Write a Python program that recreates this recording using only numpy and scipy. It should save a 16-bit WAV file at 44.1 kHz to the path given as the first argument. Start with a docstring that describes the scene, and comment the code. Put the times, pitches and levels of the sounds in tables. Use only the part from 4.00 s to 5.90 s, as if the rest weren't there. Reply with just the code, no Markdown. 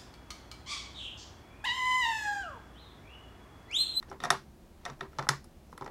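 """In a small room, a rifle bolt is worked by hand on a cloth-covered table, close to the microphone. The handle
lifts and the bolt slides back against its stop; later it is pushed home and turned down, and the gloved hand
shifts its grip and knocks against the stock. Every contact is a crack of noise with a short ring of steel;
sliding adds a faint rub. The table thumps and the room answers over a low rumble."""
import sys
import numpy as np
from scipy import signal
from scipy.fft import rfft, irfft, next_fast_len
from scipy.io import wavfile
from scipy.ndimage import uniform_filter1d

SR = 44100
rng = np.random.default_rng(int(sys.argv[2]) if len(sys.argv) > 2 else 0)


def dump(signal):
    """Clip the signal to [-1, 1] and save it as 16-bit WAV at the path in sys.argv[1]."""
    limited = np.clip(np.atleast_2d(signal).T, -1, 1)
    pcm = np.round(limited * 32767).astype(np.int16)
    wavfile.write(sys.argv[1], SR, pcm)


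N = 83790


def undb(db):
    """Decibels to gain."""
    return 10 ** (np.asarray(db) / 20)


def unit(x):
    """Scale to rms 1."""
    return x / np.sqrt(np.mean(x ** 2) + 1e-20)


def lookup(hz, points):
    """Read (Hz, value) points on a log-frequency axis."""
    p = np.array(points)
    return np.interp(np.log(np.maximum(hz, 1)), np.log(p[:, 0]), p[:, 1])


def colour(x, points):
    """Minimum-phase EQ through (Hz, dB) points, so nothing rings ahead of an attack."""
    size = 2 * next_fast_len(len(x))
    gain = undb(lookup(np.fft.rfftfreq(size, 1 / SR), points))
    cepstrum = irfft(np.log(gain))
    cepstrum[1:size // 2] *= 2
    cepstrum[size // 2 + 1:] = 0
    return irfft(rfft(x, size) * np.exp(rfft(cepstrum)))[:len(x)]


def band(x, lo, hi, order=3):
    """Band-pass between two edges in Hz."""
    return signal.sosfilt(signal.butter(order, [lo, hi], "band", fs=SR, output="sos"), x)


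def fade(t, t60):
    """Exponential decay, 60 dB down after t60."""
    return np.exp(-np.log(1000) * t / max(t60, 1e-3))


def add(out, start, x):
    """Mix x into out at a time in seconds."""
    i = max(int(start * SR), 0)
    out[i:i + len(x)] += x[:max(len(out) - i, 0)]


def burst(envelope, smooth_hz=30):
    """Broadband noise under an envelope, with the chance peaks in its spectrum levelled out."""
    root = np.sqrt(envelope)  # applied before and after the levelling
    noise = rng.standard_normal(len(envelope)) * root
    spectrum = rfft(noise)
    bins = max(int(smooth_hz * len(noise) / SR), 2)
    local_level = np.sqrt(uniform_filter1d(np.abs(spectrum) ** 2, size=bins) + 1e-12)
    return unit(irfft(spectrum / local_level, len(noise))) * np.std(noise) * root


def background(floor_db=-55, hum_hz=68.5, hum_db=-62, waver_db=1):
    """Room tone: low rumble, a wavering hum and faint hiss."""
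    # Colour of the rumble and hiss. Each row: frequency in Hz, gain in dB.
    floor_eq = [(15, -40), (25, 2), (45, -9.5), (66, -3), (100, -11), (230, -8.5), (270, -17), (340, -9.5),
                (420, -19.5), (700, -20), (1000, -26.5), (1950, -33.5), (3720, -36), (8000, -41),
                (15500, -44)]
    waver = unit(band(rng.standard_normal(N + SR), 0.89, 11, order=2)[SR:])
    hum = np.sqrt(2) * undb(hum_db - waver_db * waver) * np.sin(2 * np.pi * hum_hz * np.arange(N) / SR)
    floor = unit(colour(rng.standard_normal(N + SR), floor_eq)[SR:])
    return hum + undb(floor_db) * floor


def room(x, predelay_s=0.009, build_s=0.0013):
    """Dense, short reflections of a small room, dying soonest in the low mids."""
    # Colour of the reflections. Each row: frequency in Hz, gain in dB.
    tail_eq = [(100, -8), (250, -1.5), (600, -2.5), (1300, -10), (2600, -11), (5000, -14), (10000, -16),
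               (15000, -10)]
    # Decay of the room. Each row: frequency in Hz, t60 in seconds.
    decay_times = [(100, .22), (300, 0.067), (700, 0.11), (1800, 0.2), (5000, 0.22), (13000, .16)]
    t = np.arange(SR // 2) / SR
    build = np.clip((t - predelay_s) / build_s, 0, 1)
    edges_hz = np.geomspace(80, 16000, 12)
    tail = 0
    for lo, hi in zip(edges_hz, edges_hz[1:]):
        t60 = lookup(np.sqrt(lo * hi), decay_times)
        echoes = band(burst(build * fade(t, t60)), lo, hi)
        tail = tail + unit(echoes) * np.sqrt(2 * (hi - lo) / SR / len(t))  # equal energy per Hz
    return signal.fftconvolve(x, colour(tail, tail_eq))[:N]


def friction(strokes, eq, rough_db=6):
    """Strokes of coloured noise that flutter in level as the surfaces catch and slip."""
    out = np.zeros(N)
    for start, length, db in strokes:
        size = int(length * SR)
        grip = np.tanh(unit(uniform_filter1d(rng.standard_normal(N), size=200)))[:size]
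        rub = unit(colour(rng.standard_normal(N), eq))[:size]
        add(out, start, undb(db + rough_db * grip) * rub * signal.windows.tukey(size, .5))
    return out


def glove_brush():
    """The glove brushes the metal with a faint, bright swish."""
    # Strokes of the glove. Each row: start in seconds, length in seconds, level in dB.
    strokes = [(1.66, .1, -74)]
    # Colour of glove on steel. Each row: frequency in Hz, gain in dB.
    glove_eq = [(500, -10), (3500, -11), (5700, 0), (7500, -11), (10500, -8), (15000, -18)]
    return friction(strokes, glove_eq)


def bolt_slides():
    """The bolt slides in its race with a dull, uneven rub."""
    # Travel of the bolt. Each row: start in seconds, length in seconds, level in dB.
    strokes = [(.06, 0.1, -60), (.205, 0.078, -48), (.76, 0.17, -65), (.83, 0.12, -53.5),
               (.985, 0.068, -56), (1.1, 0.12, -63.5), (1.2, 0.064, -55), (1.808, 0.086, -61)]
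    # Colour of steel on steel. Each row: frequency in Hz, gain in dB.
    steel_eq = [(300, 10), (1200, 4), (2600, -3), (3800, -8.5), (6000, -10.5), (8000, -23), (15000, -28.5)]
    return friction(strokes, steel_eq)


def table_thumps(rise_s=0.012):
    """The harder pushes go through stock and cloth into the table, which booms softly."""
    # Pushes on the table. Each row: start in seconds, low mode level in dB, knock mode level in dB.
    pushes = [(.1, -60, -43), (0.239, -43, -50.5), (0.302, -38, -34.5), (.895, -40, -59),
              (1.011, -46, -38.5), (1.185, -34, -45), (1.289, -27.5, -42), (1.809, -43, -40)]
    # The table's low mode and knock mode. Each row: frequency in Hz, t60 in seconds.
    modes = [(139, 0.26), (388, 0.25)]
    out, t = np.zeros(N), np.arange(SR // 2) / SR
    for start, *levels_db in pushes:
        boom = sum(undb(db) * fade(t, t60) * np.sin(2 * np.pi * hz * t)
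                   for db, (hz, t60) in zip(levels_db, modes))
        add(out, start, boom * np.minimum(t / rise_s, 1))
    return out


def contact(part, levels_db, ring_db, attack_s=0.00045, hold_s=0.0014, crack_db=1.5, crack_t60_s=0.03):
    """One blow cracks and rings the steel; where and how hard it lands sets each band's level."""
    # Modes of the free bolt, and of the receiver with the bolt seated in it.
    # Each row: frequency in Hz, relative level in dB, t60 in seconds.
    modes_of = { "bolt": [(706, -1.5, 0.12), (863, -7, .03), (1080, 0, 0.0073), (1308, 3.5, .025),
                (1850, 3, .035), (2517, -13, 0.027), (3607, 0.5, 0.018), (3830, -12, 0.06),
                (4100, -31, .02), (5480, -6, .028), (5855, -2.5, .02), (6640, -11.5, 0.011),
                (8210, -13.5, 0.027), (9970, -12.5, 0.024), (10650, -14.5, 0.038)],
                "receiver": [(540, -20.5, 0.013), (828, -6.5, 0.051), (1023, -5.5, .03), (1312, 3, .026),
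                (1435, -1, 0.016), (1946, -14.5, 0.075), (3076, -3, .02), (3530, -2, 0.028),
                (4094, -5, .02), (4820, -12, 0.04), (5450, -1.5, 0.0073), (6110, -10, .02),
                (7240, -12.5, 0.01), (7970, -15.5, 0.015), (10200, -11, 0.026), (10720, -15, .02)]}
    # Colour of the crack. Each row: frequency in Hz, gain in dB.
    crack_eq = [(100, -7), (400, -5.5), (1200, 6.5), (1900, 3), (2500, -7), (3700, -9), (5700, -5.5),
                (7000, -9.5), (9200, -12.5), (11000, -7.5), (12500, -24), (16000, -31)]
    # Edges of the six bands in Hz, from bass to top.
    edges_hz = [100, 500, 1000, 2400, 4500, 7500, 15500]
    # How strongly each band radiates, as a trim in dB.
    trims_db = [-7, -3.5, -5.5, -4.5, -5, -7.5]
    t = np.arange(SR // 8) / SR
    rise = np.minimum(t / attack_s, 1)
    after_hold = np.maximum(t - hold_s, 0)
    ring = rise * sum(undb(db + ring_db) * fade(after_hold, t60)
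                      * np.sin(2 * np.pi * (hz * t + rng.random())) for hz, db, t60 in modes_of[part])
    shelf_db = 5 if part == "receiver" else 0  # the rigid receiver cracks brighter at the very top
    part_eq = [(hz, db + np.interp(hz, [11000, 13000], [0, shelf_db])) for hz, db in crack_eq]
    envelope = rise * fade(after_hold, crack_t60_s)
    crack = undb(crack_db) * unit(colour(burst(envelope), part_eq)) * np.std(envelope)
    blow = sum(undb(db + trim) * unit(band(ring + crack, lo, hi))
               for db, trim, lo, hi in zip(levels_db, trims_db, edges_hz, edges_hz[1:]))
    return blow * np.sqrt(.01 / t[-1])  # each band carries the energy of 10 ms at its level


def bolt_clicks(ring_db=0):
    """The clicks and clacks of the action, with the hand's knocks on the stock; ring_db sets the steel's ring
    against its crack."""
    # Blows in the action, plus the softer knocks of the hand on the stock (near 0.11-0.13 s, 1.19 s and
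    # 1.73-1.88 s), # which take the receiver's ring; the faint row at 1.131 s is a catch as the bolt slides. #
    # Each row: start in seconds, part that rings, # then six band levels in dB before trim, from bass to top.
    blows = [ (0.0263, "bolt", -61, -53.5, -42.5, -53, -57, -61),
             (0.0983, "bolt", -52, -80, -67, -69, -52, -63),
             (0.1139, "receiver", -53, -38, -40, -57.5, -60, -67),
             (.125, "receiver", -42.5, -50, -45, -65, -66, -71),
             (0.202, "bolt", -40, -41.5, -40.5, -44, -51, -61),
             (0.2205, "bolt", -56, -56, -52, -53, -65.5, -75),
             (.237, "bolt", -41, -27.5, -26.5, -36.5, -37, -43),
             (0.2475, "bolt", -45, -42, -33, -40.5, -38.5, -48),
             (0.2528, "bolt", -41, -34, -28.5, -39.5, -41.5, -52),
             (0.3031, "bolt", -30.5, -19.5, -14.5, -21.5, -21, -26),
             (0.852, "bolt", -73, -43, -37.5, -38, -39.5, -51),
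             (0.8611, "bolt", -48, -33, -32.5, -70, -50, -61),
             (0.8987, "bolt", -41.5, -47, -41.5, -50.5, -49, -69),
             (1.0081, "bolt", -38.5, -35, -30, -39.5, -47.5, -56.5),
             (1.131, "receiver", -51, -68, -53, -74, -69, -78),
             (1.1854, "receiver", -38.5, -29, -31, -40.5, -41, -56),
             (1.1917, "receiver", -42, -31.5, -28, -39.5, -43, -54),
             (1.225, "receiver", -37.5, -50, -39, -54.5, -49.5, -63),
             (1.268, "receiver", -48, -38, -37, -63, -66, -63),
             (1.2886, "receiver", -31.5, -26.5, -17, -24, -19.5, -27),
             (1.4422, "receiver", -58, -59, -59.5, -70, -56, -53.5),
             (1.7268, "receiver", -44.5, -45.5, -47.5, -63, -67, -74),
             (1.7766, "receiver", -49, -48, -42, -52, -52.5, -50),
             (1.81, "receiver", -47, -37.5, -46, -54.5, -57.5, -71),
             (1.8208, "receiver", -39, -37, -39.5, -57, -62.5, -69),
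             (1.8437, "bolt", -61, -60, -61, -60, -53.5, -62),
             (1.861, "receiver", -45, -39.5, -39, -54.5, -54.5, -71),
             (1.876, "receiver", -39, -42, -44.5, -53.5, -62, -71)]
    out = np.zeros(N)
    for start, part, *levels_db in blows:
        add(out, start, contact(part, levels_db, ring_db))
    return out


def scene():
    """The close rifle and the table, with the room's reflections and room tone, in mono."""
    rub = bolt_slides() + glove_brush()
    direct = bolt_clicks() + rub + table_thumps()
    room_send = bolt_clicks(ring_db=-15) + rub  # less ring in the sound that spreads into the room
    return (direct + room(room_send) + background())[None]


def record(dry, top_hz=15800):
    """The recorder cuts the top with a steep low-pass."""
    return signal.sosfilt(signal.ellip(8, .2, 70, top_hz, fs=SR, output="sos"), dry)


dry = scene()
out = record(dry)
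dump(out)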